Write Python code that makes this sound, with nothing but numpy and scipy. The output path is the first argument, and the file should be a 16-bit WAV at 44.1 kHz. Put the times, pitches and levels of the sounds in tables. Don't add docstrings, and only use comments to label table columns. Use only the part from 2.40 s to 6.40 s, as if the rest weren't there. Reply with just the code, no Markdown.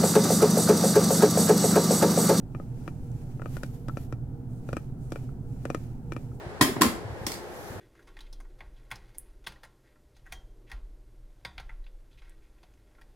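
import sys
import numpy as np
from scipy import signal
from scipy.fft import rfft, irfft
from scipy.io import wavfile
from scipy.ndimage import uniform_filter1d, map_coordinates

SR = 44100
rng = np.random.default_rng(int(sys.argv[2]) if len(sys.argv) > 2 else 0)


def wav_record(signal):
    frames = np.transpose(np.atleast_2d(signal))
    bounded = np.clip(frames, -1, 1)
    quanta = np.round(bounded * 32767).astype(np.int16)
    wavfile.write(sys.argv[1], SR, quanta)


N = 176400

# (time [s], thump [dB], shell ring [dB], crack [dB], knock pitch [Hz], hardness [dB per octave])
SLIPS = [(0.1484, -40.5, -38, -65, 1250, -6), (0.199, -40.5, -41.5, -81, 1240, -17),
         (0.478, -35.5, -33, -53.5, 1270, 2), (0.996, -41.5, -43, -77, 1307, -4),
         (1.0187, -40.5, -36, -60, 1400, -3), (1.0584, -37, -34.5, -58, 1280, 3),
         (1.1679, -38, -36, -49, 1440, -4), (1.2332, -36, -32.5, -41, 1460, 0),
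         (1.4836, -36.5, -43, -47.5, 1390, 0), (1.571, -35, -34.5, -51.5, 1310, 1),
         (1.725, -35.5, -37, -52.5, 1330, 1), (2.2893, -36.5, -37.5, -54.5, 1374, -1),
         (2.3299, -32.5, -32, -46.5, 1400, 1), (2.3675, -30.5, -29, -44.5, 1274, 6),
         (2.7205, -32, -35, -44.5, 1370, -1), (2.7584, -37.5, -36, -57, 1420, 4.5),
         (3.2533, -31.5, -32.5, -46, 1410, 0), (3.3015, -29.5, -29, -43.5, 1200, 3),
         (3.3466, -29.5, -27, -42, 1260, 3.5), (3.721, -34, -31.5, -49, 1290, 3),
         (3.7645, -36, -33, -51.5, 1280, 4)]
def buckle():
    out = np.zeros((2, N))
    bounce_s, thump_lag_s = .0041, .00094
    for start, thump_db, shell_db, crack_db, knock_hz, hardness in SLIPS:
        bounce = bounce_s * (1 + .211 * rng.standard_normal())
        add(out, start, hit_level(crack(ring_s=.015), crack_db - 2.8))
        add(out, start, hit_level(latch(), crack_db - 13))
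        add(out, start, hit_level(shell(knock_hz, hardness), shell_db - 7))
        add(out, start + bounce, hit_level(shell(knock_hz, hardness), shell_db - 18.5))
        add(out, start + thump_lag_s, delay_right(hit_level(stalk(), thump_db + 1.5)))
    return out


# (pitch [Hz], level [dB])
CRACK_TONE = [(500, -31), (1200, 16.5), (3000, 3.5), (4200, 4), (6000, 6), (8000, 2.5), (11000, -1.5),
              (16000, -13)]
def crack(ring_s):
    swell = fade(ring_s) - fade(.0013)
    return colour(rng.standard_normal((2, len(swell))) * swell, CRACK_TONE)


# (pitch [Hz], ring time [s], left [dB], right [dB])
LATCH_NOTES = [(3870, 0.018, 1, -18), (4613, 0.027, -14, 3), (4800, 0.021, -14, -5), (5830, 0.014, 7, 6),
               (6940, 0.013, -1, -10), (7950, 0.015, -11, 9)]
def latch():
    return strike(LATCH_NOTES)


# (pitch [Hz], ring time [s], left [dB], right [dB])
SHELL_NOTES = [(1035, 0.021, -3, -12), (1200, 0.028, 1, -7), (1345, 0.044, -2, -16),
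               (1520, 0.018, 4.5, -21), (1672, 0.022, -5.5, -15), (1810, 0.039, -14, -7.5),
               (2390, 0.024, 1.5, -5.5), (2530, 0.0098, -3.5, -27)]
def shell(knock_hz, hardness):
    knock = (knock_hz, .023, 10.5, 0)
    notes = [(hz, ring_s, *(np.array(levels) + hardness * np.log2(hz / 1400)))
             for hz, ring_s, *levels in [*SHELL_NOTES, knock]]
    return passband(passband(strike(notes), 2690, "low"), 928, "high")


# (pitch [Hz], ring time [s], level [dB])
STALK_NOTES = [(250.3, 0.29, -9.5), (321, 0.034, 8), (464, 0.023, 4.5), (563.6, 0.022, 7.5),
               (708, 0.029, -1)]
def stalk():
    return passband(strike(STALK_NOTES), 733, "low")


# (time [s], level [dB])
TOUCHES = [(1.4864, -43), (1.4954, -39), (2.1, -69), (2.891, -56), (3.917, -59.5)]
# (pitch [Hz], ring time [s], left [dB], right [dB])
TONGUE_NOTES = [(1187, 0.019, -7, -12), (1320, 0.034, 1, -8.5)]
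def tongue():
    out = np.zeros((2, N))
    for start, db in TOUCHES:
        add(out, start, hit_level(passband(strike(TONGUE_NOTES), 1870, "low"), db))
    return out


# (time [s], level [dB])
TRIM_TICKS = [(0.716, -65), (1.263, -62), (1.347, -71), (1.578, -62), (2.705, -63), (2.731, -61),
              (3.734, -59)]
def trim():
    out = np.zeros((2, N))
    for start, db in TRIM_TICKS:
        add(out, start, hit_level(np.diff(crack(ring_s=.0099)), db))
    return out


# (pitch [Hz], level [dB])
ECHO_TONE = [(100, -13.5), (300, -14.5), (900, -4.5), (1500, -2.5), (2400, 4.5), (4000, 3), (8000, -0.5),
             (16000, -28)]
def cabin(sound):
    onset = fade(.0044)
    noise = rng.standard_normal((2, len(onset)))
    tail = 0
    for band, ring_s in (("low", .13), ("high", .055)):
        swell = fade(ring_s) - onset
        tail = tail + passband(noise, 1000, band) * swell / np.sqrt(np.sum(swell ** 2))
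    echo = signal.fftconvolve(sound, colour(tail, ECHO_TONE), axes=1)[:, :N]
    return sound + undb(-7.5) * echo


# (peak time [s], rise [s], fall [s], level [dB])
BELT_RUBS = [(1.21, 0.11, 0.12, -55), (1.565, 0.068, 0.091, -58)]
# (pitch [Hz], level [dB])
BELT_TONE = [(400, 11.5), (1000, 3), (1600, 2), (2500, 0), (4000, -2), (7500, -1.5), (9500, -3),
             (12000, 2.5), (16000, -8)]
def belt():
    return rubbing(BELT_RUBS, BELT_TONE, flicker_db=2.2)


# (peak time [s], rise [s], fall [s],
# level [dB])
CLOTH_RUBS = [(.19, 0.061, 0.11, -62.5), (.42, 0.077, 0.095, -57), (.84, 0.22, 0.18, -60.5),
              (1.11, 0.076, 0.14, -57.5), (2.34, 0.074, 0.095, -56.5), (2.78, 0.055, 0.093, -56.5),
              (3.39, .17, 0.11, -56.5), (3.8, 0.088, 0.097, -59.5)]
HAND_SLIDES = [(.7, .2, 0.31, -72.5), (2.14, .04, 0.12, -70.5), (2.65, .04, 0.087, -67),
               (3.12, 0.082, 0.13, -73.5), (3.95, 0.036, 0.15, -71.5)]
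# (pitch [Hz], level [dB])
RUB_TONE = [(500, 18), (1400, 5), (2500, 4.5), (3500, -2), (6000, 1), (8000, 0.5), (10000, -2),
            (13000, -1.5), (16000, -12)]
SLIDE_TONE = [(2000, -9), (5000, -6.5), (7000, -1.5), (9000, -1), (11500, -4.5), (16000, -11)]
def clothes():
    rubs = rubbing(CLOTH_RUBS, RUB_TONE, flicker_db=1.2)
    slides = rubbing(HAND_SLIDES, SLIDE_TONE, flicker_db=1.2)
    return pan(-3) * (rubs + slides)


def rubbing(rubs, tone, flicker_db):
    t = np.arange(N) / SR
    power = sum(undb(db) ** 2 * np.exp(-((t - peak) / np.where(t < peak, rise, fall)) ** 2)
                for peak, rise, fall, db in rubs)
    noise = rng.standard_normal((2, N))
    grain_db = 2 * wander(rate_hz=3000) + flicker_db * wander(rate_hz=30)
    return level(colour(noise * undb(grain_db), tone), 0) * np.sqrt(power)


# (pitch [Hz], level [dB])
ROAD_TONE = [(20, 6.5), (36, -11.5), (52, 5.5), (68, -2), (100, -4), (140, 2.5), (165, 2), (200, -5),
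             (255, 0.5), (300, -9.5), (380, -12), (470, -19), (600, -24), (790, -21), (950, -28.5),
             (1150, -44), (2000, -54.5), (3500, -57.5)]
def road():
    middle, side = colour(rng.standard_normal((2, N)), ROAD_TONE)
    rumble = middle + undb(-12.5) * side * np.array([[1], [-1]])
    return pan(-1) * level(rumble, -39.5)


# (time into the turn [s], pitch [Hz], length [s], base level [dB])
TYRE_BUMPS = [(.037, 123, 0.017, -37), (.059, 122, 0.0087, -35), (.114, 125, 0.022, -33),
              (.165, 127, 0.013, -29.5)]
# (time [s], level change [dB])
THROB = [(0, 0), (.45, -1), (.8, 1.5), (1.3, 1), (1.75, 1), (2.15, -2), (2.8, 2.5), (3.3, 0.5), (4, -3)]
def tyre():
    turn_s, jitter_s, scatter_db = .197, .00083, 1.5
    out = np.zeros((2, N + SR // 2))
    t = np.arange(-2048, 2048) / SR
    for turn in np.arange(0, N / SR, turn_s):
        for offset, hz, length, db in TYRE_BUMPS:
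            late, size = rng.standard_normal(2)
            boom = np.exp(-(t / length) ** 2) * np.cos(2 * np.pi * hz * t)
            add(out, turn + offset + jitter_s * late, undb(db + scatter_db * size) * boom)
    booms = out[:, len(t) // 2:][:, :N]
    throb = undb(np.interp(np.arange(N) / SR, *np.array(THROB).T))
    return pan(-4) * throb * booms


# (pitch [Hz], width [Hz], level [dB])
DRONES = [(42, 3.3, -52), (81, 2.3, -50.5), (120.7, 3.8, -43.5), (471, 3.6, -61.5)]
def drive_train():
    return pan(-2.5) * sum(undb(db) * narrow_noise(hz, width) for hz, width, db in DRONES)


# (pitch [Hz], level [dB])
AIR_TONE = [(700, 7.5), (1400, 5.5), (2000, 2), (3500, -2), (7000, -3), (11000, -2.5), (15000, -3)]
def air():
    hiss = level(colour(rng.standard_normal((2, N)), AIR_TONE), -70.5)
    vent = undb(-81) * pan(26) * narrow_noise(1337, width_hz=250)
    return hiss + vent


def strike(notes):
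    detune, scatter_db = .011, 3
    out = 0
    for hz, ring_s, *levels in notes:
        sharp, loud = rng.standard_normal(2)
        decay = fade(ring_s)
        wave = np.sin(2 * np.pi * hz * (1 + detune * sharp) * np.arange(len(decay)) / SR)
        out = out + undb(np.array(levels)[:, None] + scatter_db * loud) * decay * wave
    return out


def fade(ring_s):
    return np.exp(-np.log(1000) * np.arange(8192) / SR / ring_s)


def narrow_noise(hz, width_hz):
    freqs = np.fft.rfftfreq(N, 1 / SR)
    spectrum = rfft(rng.standard_normal(N)) / (1 + ((freqs - hz) / width_hz) ** 2)
    return level(irfft(spectrum, N), 0)


def wander(rate_hz):
    step = int(SR / rate_hz)
    stairs = np.repeat(rng.standard_normal(N // step + 1), step)
    return level(uniform_filter1d(stairs, step)[:N], 0)


def colour(x, tone):
    n = x.shape[-1]
    hz, db = np.array(tone, float).T
    gain = undb(np.interp(np.log(np.fft.rfftfreq(n, 1 / SR) + 1), np.log(hz), db))
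    cepstrum = irfft(np.log(gain), n)
    cepstrum[1:n // 2] *= 2
    cepstrum[n // 2 + 1:] = 0
    return irfft(rfft(x) * np.exp(rfft(cepstrum)), n)


def passband(x, hz, band):
    return signal.sosfilt(signal.butter(4, hz, band, fs=SR, output="sos"), x)


def undb(db):
    return 10 ** (np.asarray(db) / 20)


def level(x, db):
    return x * undb(db) / np.sqrt(np.mean(x ** 2))


def hit_level(x, db):
    return x * undb(db) / np.sqrt(np.mean(np.sum(x ** 2, axis=-1)) / (SR / 100))


def pan(db):
    return undb(np.array([[db], [-db]]) / 2)


def delay_right(x, lag_s=.00011):
    earlier = np.arange(x.shape[-1]) - lag_s * SR
    return np.array([x[0], map_coordinates(x[-1], [earlier], order=1, mode="nearest")])


def add(out, start_s, x):
    i = max(int(start_s * SR), 0)
    out[:, i:i + x.shape[-1]] += x[..., :max(out.shape[-1] - i, 0)]


def scene():
    fabric = belt() + clothes()
    car = delay_right(road() + tyre() + drive_train()) + air()
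    return cabin(buckle() + tongue() + trim()) + fabric + car


def record(dry):
    return signal.sosfilt(signal.ellip(8, .2, 70, 15800, fs=SR, output="sos"), dry)


dry = scene()
out = record(dry)
wav_record(out)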